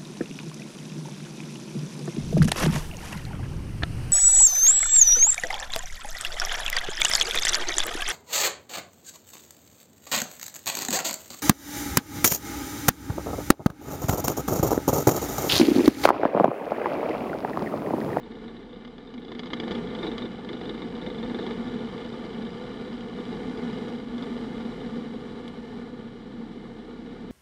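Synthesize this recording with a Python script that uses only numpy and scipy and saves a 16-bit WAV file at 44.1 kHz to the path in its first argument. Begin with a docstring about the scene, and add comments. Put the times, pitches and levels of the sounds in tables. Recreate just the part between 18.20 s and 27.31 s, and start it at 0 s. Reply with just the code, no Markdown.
"""Light plane in a diving turn

Inside the cockpit, engine throttled back: the propeller slows, then winds up again with the airspeed.
Its drone is a sum of sines locked to the blade phase; once per blade pass the drive knocks, a loose
fitting buzzes and two valve ticks sound, all as short noise bursts through resonant filters.
Shaped noise makes the air over the cabin and the leak; cabin resonances colour all but the leak,
the deep throb, the fitting's buzz and the whistle, and a brief hum swells early on."""
import sys
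import numpy as np
from scipy import signal
from scipy.fft import rfft, irfft, next_fast_len
from scipy.io import wavfile
from scipy.ndimage import uniform_filter1d

SR = 44100
rng = np.random.default_rng(int(sys.argv[2]) if len(sys.argv) > 2 else 0)


def log_audio(samples):
    """Write samples as a 16-bit WAV file to the path given in sys.argv[1]."""
    # one column per channel
    frames = np.atleast_2d(samples).T
    # limit to full scale, then quantise
    limited = np.clip(frames, -1, 1)
    pcm = np.round(limited * 32767).astype(np.int16)
    wavfile.write(sys.argv[1], SR, pcm)


N = 401751
TIME = np.arange(N) / SR

# the propeller slows with the throttle closed, then winds up in the dive: (time [s], blade-pass rate [Hz])
BLADE_RATE = [(0.0, 32.41), (0.5, 32.1), (1.0, 29.58), (1.5, 26.08), (1.8, 25.71), (2.3, 25.36),
              (2.8, 24.77), (3.3, 24.5), (4.0, 24.8), (4.7, 25.28), (5.2, 26.17), (5.8, 26.85), (6.3, 28.0),
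              (7.1, 29.45), (8.0, 32.13), (9.11, 35.77)]
# strength of the turbulence around the cabin, which drives the air noise: (time [s], level [dB])
FLOW = [(0.0, -8), (0.26, -6), (0.58, -9.2), (1.0, -8.5), (1.28, -3), (1.56, 4), (1.7, 0), (1.84, 4.5),
        (2.18, -3), (2.54, 1.5), (2.62, -0.7), (3.28, 3.5), (3.66, 1.45), (4.9, 0.4), (5.04, 3),
        (5.64, 3.5), (5.88, -1), (6.02, 3.5), (7.44, -1.5), (7.6, -0.5), (7.74, -4.5), (9.1, -3.5)]


def engine(blade_phase, waver_db=2.5, load_db_per_order=0.0522):
    """Harmonic synthesis: a throb grows with blade speed; orders above swell on crossing cabin resonances."""
    # drone before the cabin; the geared engine adds thirds between the blade orders:
    # (multiple of the blade rate, rounded to exact thirds below [1], level [dB])
    orders = [(2, -64), (2.67, -73.5), (3, -62), (3.33, -68), (3.67, -69), (4, -62), (5, -61), (6, -62),
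              (7, -57), (8, -57), (8.33, -63), (9, -56.5), (9.33, -58.5), (10, -60)]
    throb_db, reference_hz = -55.5, 34
    throb_db_per_octave, drone_db_per_octave = 16.5, 7.5
    slowing_db = -0.85  # the drone sinks by this per Hz lost each second
    blade_hz, = follow(BLADE_RATE)
    octaves = np.log2(blade_hz / reference_hz)
    out = gain_of(throb_db + throb_db_per_octave * octaves) * np.sin(2 * np.pi * blade_phase)
    drive_db = drone_db_per_octave * octaves + slowing_db * slowing()
    # the high orders follow the turbulence most
    load_db = load_db_per_order * follow(FLOW)[0]
    hz = np.arange(SR // 100)
    lift_db = resonances_db(hz)
    for order, db in orders:
        multiple = round(3 * order) / 3
        cabin_lift_db = np.interp(multiple * blade_hz, hz, lift_db)
        level_db = db + drive_db + multiple * load_db + cabin_lift_db + waver_db * wander(0.69)
        out += gain_of(level_db) * np.sin(2 * np.pi * (multiple * blade_phase + rng.random()))
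    return np.sqrt(2) * out  # sine levels are rms


def clatter(blade_phase, spread_db=5.25, steady_hardness=0.38, jitter_s=0.00294):
    """Periodic impacts: a light knock per blade pass, save close to a placed one; hardness brightens it."""
    # knocks of the drive placed one by one, faint to loud: (time [s], blow level [dB], hardness [0-1])
    placed_knocks = [(.031, -52, 0.07), (.118, -52, 0.04), (.241, -47.5, 0.23), (.28, -48, .05),
                     (.365, -50, 0.05), (.428, -51.5, 0.17), (.492, -53, .1), (.529, -48.5, 0.23),
                     (.559, -51.5, 0.12), (.649, -44, 0.6), (0.676, -48, 0.45), (0.781, -45, 0.37),
                     (.873, -52, 0.04), (0.94, -43.5, 0.75), (.978, -44.5, 0.37), (1.048, -44.5, .7),
                     (1.081, -46, 0.16), (1.118, -38, 0.3), (1.15, -40, 0.46), (1.185, -47, 0.7),
                     (1.193, -34, 0.96), (1.233, -41, 0.2), (1.258, -37, 0.6), (1.269, -42, 0.6),
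                     (1.303, -42, 0.1), (1.333, -27.5, 0.9), (1.368, -46, 0.06), (1.4, -30, 0.57),
                     (1.434, -35.5, 0.37), (1.479, -34, 0.46), (1.509, -31.5, 0.37), (1.516, -35, 1),
                     (1.551, -36, 0.54), (1.578, -44, 0.3), (1.703, -46, 0.13), (1.75, -37, 0.4),
                     (1.788, -43, 0.02), (1.829, -35, 0.1), (1.866, -35.5, 0.1), (1.915, -41.5, 0.03),
                     (1.98, -33, 0.74), (2.02, -40, 0.02), (2.053, -43.5, 0), (2.247, -46.5, 0.15),
                     (2.289, -35.5, 0.45), (2.33, -37, 0.26), (2.368, -43, 0.3), (2.412, -39, 0.3),
                     (2.455, -42, 0.17), (2.493, -34.5, 0.18), (2.543, -44.5, 0.04), (2.578, -43, 0.3),
                     (2.752, -49, 0), (2.815, -44.5, 0), (2.863, -37, 0.12), (2.901, -41, 0.2),
                     (2.946, -42.5, 0.4), (2.982, -45, 0), (3.028, -42, 0.01), (3.097, -42, 0.13),
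                     (3.145, -38.5, 0.05), (3.188, -38.5, 0.04), (3.228, -45, 0.03), (3.265, -35.5, 0.3),
                     (3.308, -40, 0.12), (3.54, -49, 0.13), (3.78, -50, .1), (3.845, -50, 0),
                     (3.925, -47, 0.07), (4.135, -42, 0.5), (4.221, -45, 0.2), (4.267, -42.5, 0.17),
                     (4.985, -46.5, .1), (5.127, -44, 0.17), (5.295, -42.5, 0.65), (5.373, -41.5, 0.7),
                     (5.529, -41.5, 0.8), (5.681, -43, 0.5), (5.98, -39.5, 0.6), (6.024, -37, 0.5),
                     (6.452, -43, .4), (6.604, -50, 0.1)]
    # mean blow of the ordinary knock: (time [s], level [dB])
    light_blow = [(0, -52.5), (.6, -60), (1.0, -54), (1.3, -46.5), (1.9, -46.5), (2.2, -54), (2.5, -45.5),
                  (3.25, -49), (3.6, -49.5), (4.3, -52.5), (5.4, -55), (6.4, -50), (7.3, -64), (9.11, -66)]
    # force of a knock: (frequency [Hz], relative density [dB per Hz])
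    blow_force = [(60, -2), (330, 5.5), (600, -3), (1200, -3), (1550, -12.5), (2100, -2.5), (2650, -14),
                  (3350, 3.5), (4100, -13.5), (5000, -8.5), (5300, -27.5), (6700, -22), (7500, -47),
                  (13000, -69)]
    # panel thump under a knock: (frequency [Hz], relative density [dB per Hz])
    panel_force = [(60, -25), (150, -14), (240, -5), (320, 15), (480, -3.5), (600, -7.5), (850, -11),
                   (1400, -31), (2300, -31.5), (3000, -42.5), (6000, -60)]
    slowing_hardness = 0.064  # gained per Hz lost each second
    dive_hardness = 0.24  # gained at full airspeed
    out = np.zeros(N)
    rings = cabin_ring(blow_force), cabin_ring(panel_force)
    for s, blow_db, hardness in placed_knocks:
        add(out, s, knock(rings, blow_db, hardness))
    placed_times = np.transpose(placed_knocks)[0]
    random_range = steady_hardness + slowing_hardness * slowing()
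    diving = dive_hardness * airspeed()
    for i in each_pass(blade_phase):
        late, strong = rng.uniform(-1, 1, 2)
        blow_db = follow(light_blow, TIME[i])[0] + spread_db * strong
        light = knock(rings, blow_db, random_range[i] * rng.random() + diving[i])
        if abs(placed_times - TIME[i]).min() > .022:
            add(out, TIME[i] + jitter_s * late, light)
    return out


def knock(rings, blow_db, hardness, thump_db=6.0, soft_hz=2500):
    """Impact excitation: a hard blow is bright and dry; a soft one is dull, with more chatter and thump."""
    out = np.zeros(SR // 8)
    hardness = np.clip(hardness, 0, 1)
    # soft chatter lies just under the blow; a fully hard knock leaves 26.5 dB less
    chatter_db = blow_db - 1.05 - 26.5 * hardness
    hard = burst(rings[0], decay=0.005, scatter=0.67)
    soft = signal.filtfilt(*signal.butter(1, soft_hz, fs=SR), hard, padlen=0)
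    blow = hardness * hard + (1 - hardness) * np.sqrt(2) * soft
    add(out, 0, gain_of(blow_db) * blow)
    add(out, .001, gain_of(chatter_db) * buzz(settle_s=0.0096, contacts_per_s=900))
    add(out, 0, gain_of(chatter_db + thump_db) * thump(rings[1]))
    return out


def buzz(settle_s, contacts_per_s, rebound=0.54, detune=0.0091, uneven_db=3.0, dull_hz=4800, size=2400):
    """Modal synthesis: decaying rebounds excite a loose fitting's damped modes, varied each time."""
    # modes of the loose fitting: (frequency [Hz], level [dB], 60 dB decay time [s])
    modes = [(3603, 12, 0.046), (3640, 1, 0.038), (3860, 5.5, 0.039), (2870, -3, 0.05), (2110, 5.5, 0.023),
             (1774, 10, .02)]
    t = np.arange(size) / SR
    pitch = 1 + detune * rng.standard_normal()
    ring = np.zeros(size)
    for f, db, t60 in modes:
        envelope = gain_of(db + uneven_db * rng.standard_normal() - 60 * t / t60)
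        ring += envelope * np.sin(2 * np.pi * f * pitch * t)
    # a weak steady rub with random stronger contacts
    touching = 0.069 + (rng.random(size) < contacts_per_s / SR)
    contacts = rebound * rng.standard_normal(size) * touching
    contacts[0] = 1
    sound = signal.fftconvolve(contacts * np.exp(-t / settle_s), ring)
    sound = signal.lfilter(*signal.butter(5, dull_hz, fs=SR), sound)
    return sound / np.sqrt(np.mean(sound[:size // 5] ** 2))


def thump(ring, rise=0.0074, size=1800):
    """Forced vibration: the panels shudder as noise that peaks after the rise time [s], then decays."""
    t = np.arange(size) / SR
    sound = signal.fftconvolve(rng.standard_normal(size) * t * np.exp(-t / rise), ring)
    return sound / np.sqrt(np.mean(sound[:size // 2] ** 2))


def valves(blade_phase, spread_db=2.2, jitter_s=.0008):
    """Phase-locked impacts: the valve gear ticks near two fixed places in every blade cycle."""
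    # the two ticks: (place in the blade cycle [0-1], relative level [dB])
    places = [(.36, -4.5), (.65, -4.5)]
    # shared level of the ticks: (time [s], level [dB])
    tick_level = [(0, -61.5), (1, -59.5), (2.2, -51), (3.1, -51), (3.6, -47), (4.3, -47.5), (5.1, -50.5),
                  (5.9, -52.5), (6.6, -51), (7.5, -60), (9.1, -64)]
    # spectrum of a tick: (frequency [Hz], relative density [dB per Hz])
    tick_colour = [(300, -21.5), (1200, -5), (2100, -7), (2600, -4.5), (3000, 4.5), (3800, -2.5),
                   (4300, -9.5), (4900, -4), (5400, -23), (6700, -23), (9000, -38), (13000, -52.5)]
    out, ring = np.zeros(N), cabin_ring(tick_colour)
    for place, db in places:
        for s in TIME[each_pass(blade_phase - place)]:
            late, strong = rng.standard_normal(2)
            level_db = follow(tick_level, s)[0] + db + spread_db * strong
            add(out, s + jitter_s * late, gain_of(level_db) * burst(ring, decay=.0036, scatter=0.77))
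    return out


def tick():
    """Impulse response: something small clicks once, brightly, in the cockpit."""
    # spectrum of the click: (frequency [Hz], relative density [dB per Hz])
    click_colour = [(300, 0), (2000, -3), (3700, 1), (6000, -21), (10500, -20), (13000, -41)]
    at_s, level_db = 7.279, -44
    out = np.zeros(N)
    add(out, at_s, gain_of(level_db) * burst(cabin_ring(click_colour), decay=0.0059, scatter=0.64))
    return out


def air(blade_phase, rumble_growth=0.2, gust_db=0.86, grain_db=1.0, chop_db=1.0):
    """Turbulent boundary-layer noise, partly chopped by propeller wash; airspeed tilts it from rush to hiss."""
    # smooth slope of the air noise: (frequency [Hz], relative density [dB per Hz])
    air_slope = [(22, -34.5), (32, -16.5), (42, 3.5), (58, -19), (100, -8.5), (130, -4), (220, 2),
                 (330, -1), (480, -2.5), (580, -13), (850, -14), (2300, -24.5), (3800, -26), (6200, -43.5),
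                 (9000, -49), (14500, -62.5)]
    # the cabin's boom, air noise in its main resonance, before its trim: (time [s], level [dB])
    boom_level = [(0, -48), (.25, -43), (.55, -48), (1.08, -45), (1.57, -33), (1.72, -40.5), (1.85, -33.5),
                  (2.2, -44), (2.52, -35.5), (2.7, -39), (3.1, -34.5), (3.4, -34.5), (3.55, -33),
                  (3.75, -41.5), (4.05, -41), (4.2, -36), (4.37, -45), (4.55, -39), (5.35, -34),
                  (5.85, -38), (6.03, -33), (6.6, -37.5), (6.75, -32), (6.95, -40), (7.4, -45.5),
                  (7.6, -37.5), (7.85, -44), (8.2, -39), (8.65, -44), (9.1, -38)]
    boom_trim_db = -1.5  # leaves room for the drone
    body_db = -5.5  # relative to the buffeting
    hz = np.fft.rfftfreq(N, 1 / SR)
    noise = rfft(rng.standard_normal(N)) * gain_of(cabin_db(air_slope, hz))
    flow_db, = follow(FLOW)
    speed = airspeed()
    # level at 0 dB turbulence before the dive, and the change at full speed [dB]
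    buffet = -36 + flow_db - 2 * speed
    rush = -47 + flow_db - 2 * speed
    hiss = -77.5 + flow_db + 1 * speed
    # smooth high-pass shares, whose differences split the noise into bands
    above = [1 / (1 + (f / (hz + 1)) ** 12) for f in (195, 290, 560, 5200)]

    def band(share, low_hz, high_hz):
        """Spectral normalization: a share of the noise, scaled so the whole has rms 1 between two limits."""
        reference = irfft(noise * (hz > low_hz) * (hz < high_hz), N)
        return irfft(noise * share, N) / reference.std()

    rumble = band(1 - above[0], 130, 550)
    boom = steadied(irfft(noise * (above[0] - above[1]), N))
    body = steadied(irfft(noise * (above[1] - above[2]), N))
    roar = band(above[2] - above[3], 600, 2500)
    fizz = band(above[3], 7500, 12000)
    flutter = gust_db * wander(32)
    chop = -chop_db * np.cos(2 * np.pi * blade_phase)
    # the large eddies of the rumble answer slowly and also share some of the hiss's rise and fall
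    eddies = uniform_filter1d(buffet + rumble_growth * (hiss - np.median(hiss)), SR // 2)
    return (rumble * gain_of(eddies)
            + boom * gain_of(follow(boom_level)[0] + boom_trim_db + flutter + chop)
            + body * gain_of(buffet + body_db + flutter + chop)
            + roar * gain_of(rush + flutter + grain_db * wander(160))
            + fizz * gain_of(hiss + .5 * flutter))


def leak():
    """Jet noise: a smooth draught through the door seals, past the cabin's resonances, grows in the dive."""
    # spectrum of the draught: (frequency [Hz], relative density [dB per Hz])
    leak_slope = [(300, -20), (1000, -1), (2600, -9.5), (4100, -2.5), (5500, -23.5), (9000, -34),
                  (14500, -58.5)]
    full_speed_db, growth_db = -65, 9.5
    hz = np.fft.rfftfreq(N, 1 / SR)
    noise = irfft(rfft(rng.standard_normal(N)) * gain_of(read(leak_slope, hz)), N)
    return evened(noise) * gain_of(full_speed_db + growth_db * (airspeed() - 1))


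def hum():
    """Resonance: the cabin's main mode swells into a brief tone."""
    # (time [s], frequency [Hz], rms level [dB])
    hum_curve = [(.915, 244, -76), (.945, 254.5, -37), (.985, 239, -37.5), (1.0, 235, -48)]
    return tone(hum_curve)


def whistle(width_hz=110):
    """Narrow-band modulation: slow noise times a rising sine makes the fuzzy tone of air at a seam."""
    # (time [s], frequency [Hz], rms level [dB])
    seam_tone = [(4.1, 10650, -103), (4.7, 10780, -95), (5.25, 10900, -96), (5.4, 11650, -92),
                 (5.65, 11820, -90), (6.0, 11900, -92), (6.6, 11950, -102)]
    return wander(width_hz) * tone(seam_tone)


def slowing():
    """Deceleration: the propeller's smoothed loss of blade rate [Hz per second], zero while it gains."""
    change = np.gradient(follow(BLADE_RATE)[0]) * SR
    return np.maximum(-uniform_filter1d(change, SR // 4), 0)


def airspeed():
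    """Linear acceleration: how far the dive has brought the plane to full speed [0-1]."""
    from_s, to_s = 0.97, 6.3
    return np.clip((TIME - from_s) / (to_s - from_s), 0, 1)


def each_pass(blade_phase):
    """Phase wrapping: the samples at which a new blade cycle begins."""
    return np.flatnonzero(np.diff(np.floor(blade_phase)) > 0)


def resonances_db(hz):
    """Modal gain: how much the cabin's Gaussian resonance peaks lift each frequency."""
    # cabin resonances: (frequency [Hz], width [Hz], lift [dB])
    cabin_modes = [(76, 8.8, 4), (131.3, 23, 4.5), (149, 4.3, 1), (180, 19.4, 6), (235.8, 14.4, 5.5),
                   (237.7, 51, 6.5), (370, 48, 2), (445.5, 73, 7.5), (497.8, 25.3, 7.5), (731, 99, 5.5),
                   (874, 79, 6), (997, 31, 1.5), (1193, 110, 7.5), (1444, 81, 8), (1752, 126, 8.5),
                   (2102, 133, 9.5), (2299, 70, 8), (2640, 230, -4), (2933, 110, 7), (3150, 170, 4.5),
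                   (3437, 76, 6.5), (3917, 200, 7.5), (4600, 67, 6), (4920, 95, 6), (5660, 450, 5),
                   (7240, 860, 3.5), (8509, 550, 5)]
    return sum(db * np.exp(-2 * ((hz - f) / width) ** 2) for f, width, db in cabin_modes)


def cabin_db(slope, hz):
    """Source-filter principle: a source spectrum with the cabin's resonances on top."""
    return read(slope, hz) + resonances_db(hz)


def cabin_ring(slope, size=4096):
    """Minimum phase: the cabin's causal answer to one click, faded out at its end."""
    log_gain = np.log(gain_of(cabin_db(slope, abs(np.fft.fftfreq(size, 1 / SR)))))
    # the Hilbert transform of the log gain gives the causal phase
    ring = np.fft.ifft(np.exp(np.conj(signal.hilbert(log_gain)))).real
    return ring[:size // 2] * signal.windows.tukey(size, .5)[size // 2:]


def burst(ring, decay, scatter, size=1024):
    """Impulsive excitation: three contacts and decaying noise rebounds; rms 1 over the first milliseconds."""
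    t = np.arange(size) / SR
    force = scatter * rng.standard_normal(size) * np.exp(-t / decay)
    force[rng.integers(0, size // 6, 3)] += rng.choice([-1, 1], 3)
    sound = signal.fftconvolve(force, ring)
    return sound / np.sqrt(np.mean(sound[:size // 3] ** 2))


def tone(rows):
    """Phase integration: a sine on a curve of time, frequency and rms level, silent outside it."""
    hz, db = follow(rows)
    sounding = (TIME > rows[0][0]) & (TIME < rows[-1][0])
    return np.sqrt(2) * sounding * gain_of(db) * np.sin(2 * np.pi * np.cumsum(hz) / SR)


def wander(hz):
    """Low-pass noise: smooth chance of rms 1 with a Gaussian roll-off around hz."""
    size = next_fast_len(N, True)
    roll_off = np.exp(-(np.fft.rfftfreq(size, 1 / SR) / hz) ** 2)
    return evened(irfft(rfft(rng.standard_normal(size)) * roll_off, size)[:N])


def steadied(x, window_s=0.38):
    """Envelope division: noise of rms 1 with its slow chance surges levelled out."""
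    size = round(window_s * SR)
    power = uniform_filter1d(uniform_filter1d(x ** 2, size), size)
    return evened(x / np.sqrt(abs(power) + 1e-20))


def evened(x):
    """Power normalization: scales to rms 1."""
    return x / np.sqrt(np.mean(x ** 2) + 1e-20)


def gain_of(db):
    """Logarithmic level: decibels to amplitude."""
    return 10 ** (np.asarray(db) / 20)


def follow(rows, t=TIME):
    """Linear interpolation: the columns of a curve table at the times t."""
    s, *columns = np.transpose(rows)
    return [np.interp(t, s, c) for c in columns]


def read(points, hz):
    """Logarithmic interpolation: a spectrum table on a log-frequency axis."""
    f, value = np.transpose(points)
    return np.interp(np.log(hz + 1), np.log(f + 1), value)


def add(mix, s, sound):
    """Superposition: mixes a sound in at time s."""
    part = mix[max(0, round(s * SR)):][:len(sound)]
    part += sound[:len(part)]


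def scene():
    """Superposition: everything driven by the propeller's phase, and the air around it."""
    blade_phase = np.cumsum(follow(BLADE_RATE)[0]) / SR  # in blade cycles
    machinery = engine(blade_phase) + clatter(blade_phase) + valves(blade_phase) + tick()
    surroundings = air(blade_phase) + leak() + hum() + whistle()
    return (machinery + surroundings)[None]


def record(dry):
    """Band limiting: a linear-phase low-pass at 15 kHz."""
    low_pass = signal.firwin(511, 15000, window=("kaiser", 9), fs=SR)
    return signal.oaconvolve(dry, low_pass[None], "same")


dry = scene()
out = record(dry)
log_audio(out)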